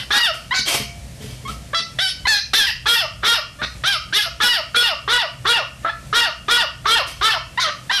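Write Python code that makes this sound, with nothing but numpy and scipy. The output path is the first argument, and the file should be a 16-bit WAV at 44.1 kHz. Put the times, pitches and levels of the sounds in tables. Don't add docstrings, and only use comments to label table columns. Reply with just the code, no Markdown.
import sys
import numpy as np
from scipy import signal
from scipy.fft import rfft, irfft, next_fast_len
from scipy.io import wavfile
from scipy.ndimage import uniform_filter1d

SR = 44100
rng = np.random.default_rng(int(sys.argv[2]) if len(sys.argv) > 2 else 0)


def inscribe(sig):
    pcm = np.round(np.clip(np.atleast_2d(sig).T, -1, 1) * 32767)
    wavfile.write(sys.argv[1], SR, pcm.astype(np.int16))


def makeup_ratio(level_db):
    decades = np.asarray(level_db, float) / 20
    return 10 ** decades


N = 352789

# f/Hz, level/dB per Hz
ROOM_TONE = [(18, -48), (30, 5.5), (137, 0), (428, -21.5), (568, -14.5), (858, -23), (1510, -26.5),
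             (1680, -22.5), (5490, -25.5), (8970, -27), (14300, -37)]
# f/Hz, level/dB
MOTOR_HUM = [(61, -46.5), (125, -47.5)]
# t/s, level/dB
RUMBLE_SWELL = [(0, -46.5), (.8, -39), (1.7, -46.5), (2.7, -35.5), (3.6, -40.5), (4.5, -41.5), (5.5, -44),
                (6.3, -44), (7.1, -34), (8, -50.5)]
# f/Hz, level/dB
MOUTH = [(250, -5), (500, -1), (900, -12), (1400, 10.5), (2100, -1), (2600, -7), (3300, 8.5), (4300, -6),
         (5500, -7.5), (6300, -24.5), (8000, -28)]
# start t/s, peak level/dB, opening f/Hz, crest f/Hz, closing f/Hz
YELP_EVENTS = [(-.06, -29.5, 858, 856, 740), (0.535, -17, 752, 764.5, 720),
               (1.742, -18.5, 637, 672.5, 661.3), (1.985, -18, 602, 792, 750),
               (2.267, -9.5, 804, 891, 798.4), (2.532, -6.5, 708.5, 916, 787),
               (2.665, -15, 1012, 1001, 797), (3.613, -23, 598, 639, 587), (5.845, -20, 609, 674, 678),
               (7.594, -18, 720, 764.5, 572), (7.91, -17, 758, 806, 654)]
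# crest t/s, end t/s, period doubling/0-1, chaos/0-1, jaw gape/factor
YELP_TIMING = [(0.026, .1, .2, 1, 1.15), (0.048, 0.084, 0.2, 0.23, 1.15), (.014, .068, .05, .03, 1.04),
               (.045, .125, .05, .03, 1.21), (.032, .13, .02, .03, 1.38), (.05, .13, .55, .1, 1.24),
               (0.0069, .045, .1, 0.2, 1.73), (0.043, 0.039, 0.44, 0.94, 1.04),
               (0.0217, 0.056, 0.36, 0.5, 1), (.026, .11, 0.3, 0.34, 1.11), (0.0355, .1, 0.08, 0.18, 0.9)]
# brightness offset/dB per octave, upper mouth resonance/factor,
# level offset of the fall/dB, share of the pitch drop made early/0-1
YELP_COLOUR = [(1.5, 1.03, -13, 0.408), (-2.5, 1.274, -6, 0.435), (-5.5, 1.05, 13, 0.47),
               (0.0, 1.023, 1, 0.85), (-3, 1.22, -9, 0.64), (1, 1.073, -1, .7), (1.5, 1.0, 12, 0.388),
               (-6.5, 1.084, 2, .4), (-20, 1.04, 13, 0.37), (0.0, 1.2, 11, 0.63), (-3, 1.03, 14, 0.056)]
# level from peak/dB, share of doubling/0-1, added chaos/0-1, brightness/dB per octave
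YELP_STEPS = [
    (-2, 0.9, 0.71, -5.5),
    (-1, 0.65, 0.14, 6),
    (1.5, 1.0, 0.0, 4),
    (1.5, 0, 0.0, 9),
    (-8, 0, 0.56, 12),
]
# start t/s, peak level/dB, crest f/Hz, closing f/Hz, jaw gape/factor
BARK_EVENTS = [(0.103, -5, 960, 612, 1.03), (2.855, -5, 941, 581.5, 0.92), (3.23, -5.5, 932.7, 562, 0.98),
               (3.835, -8.5, 805, 606, 0.98), (4.124, -7, 847, 647, 1.06), (4.4, -6, 968.4, 590, 0.92),
               (4.742, -5, 960, 570, 0.93), (5.075, -6.5, 976, 563, 0.92), (5.45, -5.5, 955, 524, 0.9),
               (6.126, -4, 952, 589, 0.93), (6.48, -4, 958.5, 552, 0.93), (6.853, -3.5, 926, 497, 0.93),
               (7.209, -5.5, 895.6, 628, 0.93)]
# folds lock t/s, doubling clears t/s, pitch sags t/s, end t/s,
# period doubling/0-1
BARK_TIMING = [(.08, 0.082, .12, .21, 0.18), (0.045, 0.096, .105, .205, 0.65),
               (.055, 0.11, .105, .172, 0.57), (0.05, .055, 0.073, .14, 0.16),
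               (0.049, 0.0568, .07, 0.16, 0.74), (.042, .078, .115, .21, 0.54),
               (0.033, 0.085, .1, .2, 0.85), (0.061, .1, .108, .192, 0.5), (.055, 0.081, .095, .175, 0.59),
               (0.049, 0.078, .095, .175, 0.5), (.045, 0.091, .112, .175, 0.58),
               (0.07, .097, .107, .17, 0.72), (0.0534, .078, .085, .17, 0.6)]
# opening pitch/share of crest, chaos of the rise/factor, chaos added in the fall/0-1,
# brightness offset/dB per octave, level offset of the fall/dB
BARK_COLOUR = [(.8, .75, -.05, 0.0, 3), (.85, 1.0, .1, 2.5, -1), (.75, 1.3, .25, 0.0, -2),
               (.72, .7, .2, 1.5, 2.5), (.68, .5, .55, 3, -3), (.81, 1.0, .1, 1.5, -1),
               (.93, 1.3, .25, 0.0, -1), (.75, .75, .2, -3.5, -1), (.69, .7, .3, -3, -1),
               (.85, .8, .2, -1.5, -2), (.81, .9, .2, -1.5, -1), (.78, .75, .2, -1.5, 1.5),
               (.77, .65, .4, -1.5, 0.0)]
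# level from peak/dB, share of doubling/0-1, chaos/0-1, brightness/dB per octave
BARK_STEPS = [
    (-15.5, 1, 1, -10),
    (-10.5, 0.99, 0.44, 2),
    (-1.5, 1.04, 0.45, 1.5),
    (1, 1.0, .08, 2),
    (-0.5, 0.91, 0.3, 2.5),
    (-5, 0.0, 0.42, -2.5),
    (-4.5, 0.0, 0, -2.5),
    (-7, 0.18, 0.13, 9),
    (-14.5, 0.01, 0.0, 9.5),
    (-19.5, 0.26, 0, -39),
]
BARK_RESONANCE = (1.064, 0.98, 0.878, 1.088)
# start t/s, length t/s, level/dB, first f/Hz,
# last f/Hz
SQUEAK_EVENTS = [(3.223, 0.013, -31, 560, 635), (3.586, 0.025, -33.5, 565, 610),
                 (5.442, 0.011, -34, 560, 640), (5.828, 0.022, -41.5, 573, 620),
                 (6.843, .008, -32, 604, 690), (0.13, 0.051, -9, 829, 830), (2.862, 0.015, -12.5, 821, 870),
                 (4.408, 0.0425, -10.5, 880, 823), (0.507, 0.026, -15, 907, 1088),
                 (1.449, .018, -31, 1060, 1100), (1.473, 0.0288, -30, 1154, 1343),
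                 (1.73, 0.011, -21, 490, 616), (2.252, 0.007, -14, 1054, 996), (5.89, 0.011, -16, 828, 872),
                 (7.573, 0.022, -14.5, 888, 1065), (7.894, 0.017, -15, 816, 1030)]
# f/Hz, time to fall 60 dB t/s
ECHO_TIME = [(200, 0.32), (1500, 0.31), (4000, 0.29), (10000, 0.15)]
# start t/s, level/dB, hold t/s, dying/dB per s
RATTLE_EVENTS = [
    (0.332, -45.5, .015, 138),
    (0.664, -28.5, 0.11, 240),
    (1.208, -55.5, .1, 138),
    (1.48, -49, 0.033, 403),
    (7.073, -40.5, .012, 163),
]
# f/Hz, level/dB, time to fall 60 dB t/s
GATE_BARS = [(694, -9.5, 0.64), (2290, 0.5, 0.17), (2550, -25, 0.22), (3165, 15, 0.029), (4400, 4, 0.052),
             (4250, -20, 0.91), (5950, -0.5, 0.1), (8200, 0, 0.073), (11400, -36, 0.25)]
# f/Hz, level/dB per Hz
SCUFF_NOISE = [(180, -50), (300, -3.5), (407, -5.5), (1500, -9), (3090, -4.5), (3750, -6), (4400, -13.5),
               (4840, -7.5), (14000, -18)]
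# t/s, peak level/dB
BUMP_EVENTS = [
    (0.592, -20.5),
    (0.744, -18),
    (0.801, -13.5),
    (1.205, -29),
    (1.242, -25.5),
    (1.298, -31),
    (1.441, -28.5),
    (1.498, -26.5),
    (1.8, -24),
    (3.619, -21),
]
# f/Hz, level/dB, time to fall 60 dB t/s
BOARD_MODES = [(62, -18, 0.12), (137, 6, 0.21), (210, 4, 0.24), (251, 5, 0.11), (427, 2.5, 0.16)]


def rms_one(x):
    return x / np.sqrt(np.mean(np.abs(x) ** 2) + 1e-20)


def at_hz(points, hz):
    p = np.array(points)
    return np.interp(np.log(hz), np.log(p[:, 0]), p[:, 1])


def drift(rate_hz, size):
    r = np.exp(-2 * np.pi * rate_hz / SR)
    skip = int(SR / rate_hz)
    white = rng.standard_normal(size + skip)
    return rms_one(signal.lfilter([1], [1, -2 * r, r * r], white)[skip:])


def coloured(spectrum):
    size = next_fast_len(N)
    hz = np.maximum(np.arange(size // 2 + 1) * SR / size, 1)
    shaped = rfft(rng.standard_normal(size)) * makeup_ratio(at_hz(spectrum, hz))
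    return rms_one(irfft(shaped, size)[:N])


def ring(clicks, hz, t60):
    r, w = makeup_ratio(-60 / (t60 * SR)), 2 * np.pi * hz / SR
    return signal.lfilter([0, np.sin(w)], [1, -2 * r * np.cos(w), r * r], clicks + 1e-18)


def air():
    t = np.arange(N) / SR
    hum = 0
    for hz, db in MOTOR_HUM:
        loudness = makeup_ratio(db + 4.9 * drift(5.7, N))
        hum = hum + loudness * np.sin(2 * np.pi * hz * t + 0.53 * drift(2.73, N))
    steady = makeup_ratio(-42.5) * coloured(ROOM_TONE) + hum
    lows = signal.sosfilt(signal.butter(2, 200, fs=SR, output="sos"), steady)
    swell_db = np.interp(t, *np.transpose(RUMBLE_SWELL)) + 40
    swell = makeup_ratio(swell_db + 0.6 * drift(9.1, N))
    return steady + (swell - 1) * lows


def yelp_controls(yelp, course, tone):
    start, peak_db, open_hz, crest_hz, shut_hz = yelp
    crest, end, doubling, unrest, gape = course
    tilt_db, reach, fall_db, early = tone
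    settle = .36
    s = start + np.array([0, crest / 2, crest, crest + settle * (end - crest), end])
    pitch_step = np.array([open_hz - crest_hz] * 3 + [shut_hz - crest_hz] * 2)
    hz = crest_hz + pitch_step * [1, 1 - .75, 0, early, 1]
    db, share, more_chaos, bright = np.transpose(YELP_STEPS)
    db = peak_db + db + fall_db * np.array([0.14, 0, 0, 0, 0.21])
    chaos = np.maximum(unrest + more_chaos, 0)
    return np.transpose([s, hz, db, doubling * share, chaos, bright + tilt_db, reach + 0 * s]), gape


def bark_controls(bark, course, voice):
    start, peak_db, crest_hz, shut_hz, gape = bark
    lock, clear, sag, end, doubling = course
    opening, rise_chaos, fall_chaos, tilt_db, fall_db = voice
    switch_s, mid_rise = 0.0075, .7
    fall_time = np.array([0, .35, .7, 1])
    fall_depth = np.array([0, .22, .74, 1])
    s = [0, min(lock / 2, .024), lock - switch_s, lock, clear, clear + switch_s,
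         *(sag + (end - sag) * fall_time)]
    below_crest = (1 - opening) * np.array([1, 1 - mid_rise, .06, 0, 0, 0])
    hz = [*crest_hz * (1 - below_crest), *crest_hz + (shut_hz - crest_hz) * fall_depth]
    db, share, chaos, bright = np.transpose(BARK_STEPS)
    rising, falling = np.arange(10) < 3, np.arange(10) > 6
    db = peak_db + db + fall_db * falling
    chaos = np.where(rising, rise_chaos * chaos, chaos + fall_chaos * falling)
    reach = np.repeat(BARK_RESONANCE, (3, 2, 2, 3))
    s = start + np.maximum.accumulate(s)
    return np.transpose([s, hz, db, doubling * share, chaos, bright + tilt_db, reach]), gape


def squeak_controls(start, length, level_db, first_hz, last_hz):
    swell_db, gape = 9.5, 1.036
    voice = (0, .04, -10.5, 1.054)   # doubling, chaos, brightness in dB per octave, mouth resonance
    return [(start, first_hz, level_db - swell_db, *voice),
            (start + length, last_hz, level_db, *voice)], gape


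def yap(rows, gape):
    effort_db, smear_hz, jitter, chaos_db = -0.5, 176.0, 0.005, -2.5
    s, *columns = np.transpose(rows)
    t = np.arange(s[0] + .001, s[-1] + .01, 1 / SR)
    pitch, level_db, doubling, unrest, bright, reach = [np.interp(t, s, c) for c in columns]
    doubling = np.clip(doubling, 0, 1)
    pitch = uniform_filter1d(pitch, size=350)
    crest = np.argmax(pitch * (t >= s[min(2, len(s) - 1)]))
    closing = (1 - pitch / pitch[crest]) * (t > t[crest])
    phase = np.pi * np.cumsum(pitch * (1 + jitter * drift(58.2, len(t)))) / SR
    sound, power = 0, 1e-12
    for k in range(1, 31):
        hz = k * pitch / 2
        gape_shift = gape ** np.clip(np.log2(2600 / hz), 0, 1)
        reach_shift = reach ** np.clip(2 * np.log2(hz / 1900), 0, 1)
        seen_hz = hz * (1 + 1.05 * closing) / gape_shift / reach_shift
        tilt_db = bright * np.maximum(np.log2(hz / 1400), -.25)
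        muffled_db = 75 * closing * np.maximum(np.log2(hz / 1500), 0)
        throat_db = 40 * closing * np.exp(-(np.log2(hz / 630) / .35) ** 2) - 6 * (k == 1)
        mouth_db = at_hz(MOUTH, seen_hz) + tilt_db - muffled_db + throat_db
        gain = makeup_ratio(mouth_db + 2.0 * drift(21.7, len(t)))
        chaos = np.clip(unrest * (hz / 1700) ** .6 + hz / 40000, 0, 1) ** 2
        beat_share = doubling if k % 2 else 1 - 0.95 * doubling
        clear = gain * np.sqrt(1 - chaos) * beat_share
        smeared = gain * np.sqrt(chaos) * makeup_ratio(chaos_db)
        wobble = (drift(smear_hz, len(t)) + 1j * drift(smear_hz, len(t))) / np.sqrt(2)
        sound = sound + np.real((clear + smeared * wobble) * np.exp(1j * (k * phase + k * k)))
        power = power + (clear ** 2 + smeared ** 2) / 2
    edges = np.clip(np.minimum((t - t[0]) / .003, (t[-1] - t) / .015), 0, 1)
    loudness = makeup_ratio(level_db + effort_db + 4.7 * closing)
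    return round(t[0] * SR), sound / np.sqrt(power) * loudness * edges


def puppy():
    out = np.zeros(N + SR)
    calls = [*map(yelp_controls, YELP_EVENTS, YELP_TIMING, YELP_COLOUR),
             *map(bark_controls, BARK_EVENTS, BARK_TIMING, BARK_COLOUR),
             *(squeak_controls(*row) for row in SQUEAK_EVENTS)]
    for rows, gape in calls:
        at, sound = yap(rows, gape)
        out[max(at, 0):at + len(sound)] += sound[max(-at, 0):]
    return out[:N]


def room(x):
    t, tail = np.arange(SR // 2 + SR // 4) / SR, 0
    white = rng.standard_normal(len(t))
    edges = 100 * 2. ** np.arange(8)
    for low, high in zip(edges, edges[1:]):
        band = signal.sosfilt(signal.butter(2, [low, high], "band", fs=SR, output="sos"), white)
        tail = tail + band * makeup_ratio(-60 * t / at_hz(ECHO_TIME, np.sqrt(low * high)))
    tail = signal.sosfilt(signal.butter(1, 2100, "high", fs=SR, output="sos"), tail)
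    tail = tail * np.clip((t - .006) / 0.0022, 0, 1)
    return signal.fftconvolve(x, tail / np.sqrt(np.sum(tail ** 2)))[:N]


def gate():
    t, level = np.arange(N) / SR, 0
    rise_db_per_s = 1400
    for start, db, hold, dying in RATTLE_EVENTS:
        before = np.maximum(start - t, 0)
        after = np.maximum(t - start - hold, 0)
        level = level + makeup_ratio(db - rise_db_per_s * before - dying * after)
    level = uniform_filter1d(level, size=300)
    happens = rng.random(N) < 900 / SR
    clicks = happens * makeup_ratio(0.96 * rng.exponential(1, N)) * rng.choice([-1, 1], N)
    contact = rms_one(clicks) * level
    bars = sum(makeup_ratio(db - 29.0) * ring(contact, hz, t60) for hz, db, t60 in GATE_BARS)
    scuff = makeup_ratio(4.5) * level * coloured(SCUFF_NOISE) * makeup_ratio(3.5 * drift(31, N))
    return bars + scuff


def bumps():
    table, out = np.array(BUMP_EVENTS), 0
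    luck_db = rng.normal(0, 2.5, (len(table), len(BOARD_MODES)))
    for k, (hz, db, t60) in enumerate(BOARD_MODES):
        clicks = np.zeros(N)
        clicks[(table[:, 0] * SR).astype(int)] = makeup_ratio(table[:, 1] + db - 18.5 + luck_db[:, k])
        out = out + ring(clicks, hz, t60)
    return signal.sosfilt(signal.butter(2, 900, fs=SR, output="sos"), out)


def scene():
    near = puppy() + gate()
    mono = air() + near + makeup_ratio(-4.5) * room(near) + bumps()
    return np.array([mono, mono])


def low_pass(x):
    return signal.sosfilt(signal.butter(12, 14420, fs=SR, output="sos"), x)


def record(dry):
    dry = signal.sosfilt(signal.butter(6, 44, "high", fs=SR, output="sos"), dry)
    fall_db = 90 * np.arange(N) / SR
    level_db = 10 * np.log10(uniform_filter1d(dry[0] ** 2, size=200) + 1e-12)
    held_db = np.maximum.accumulate(level_db + fall_db) - fall_db
    cut_db = -.45 * np.maximum(held_db + 32, 0)
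    r = np.exp(-1 / (.012 * SR))
    gained = dry * makeup_ratio(6.0 + signal.lfilter([1 - r], [1, -r], cut_db))
    top, hard = .31, 4.0
    clipped = gained / (1 + np.abs(gained / top) ** hard) ** (1 / hard)
    treble_limit = signal.cheby2(12, 70, 14900, fs=SR, output="sos")
    mix = signal.sosfilt(treble_limit, clipped)
    return low_pass(mix)


dry = scene()
out = record(dry)
inscribe(out)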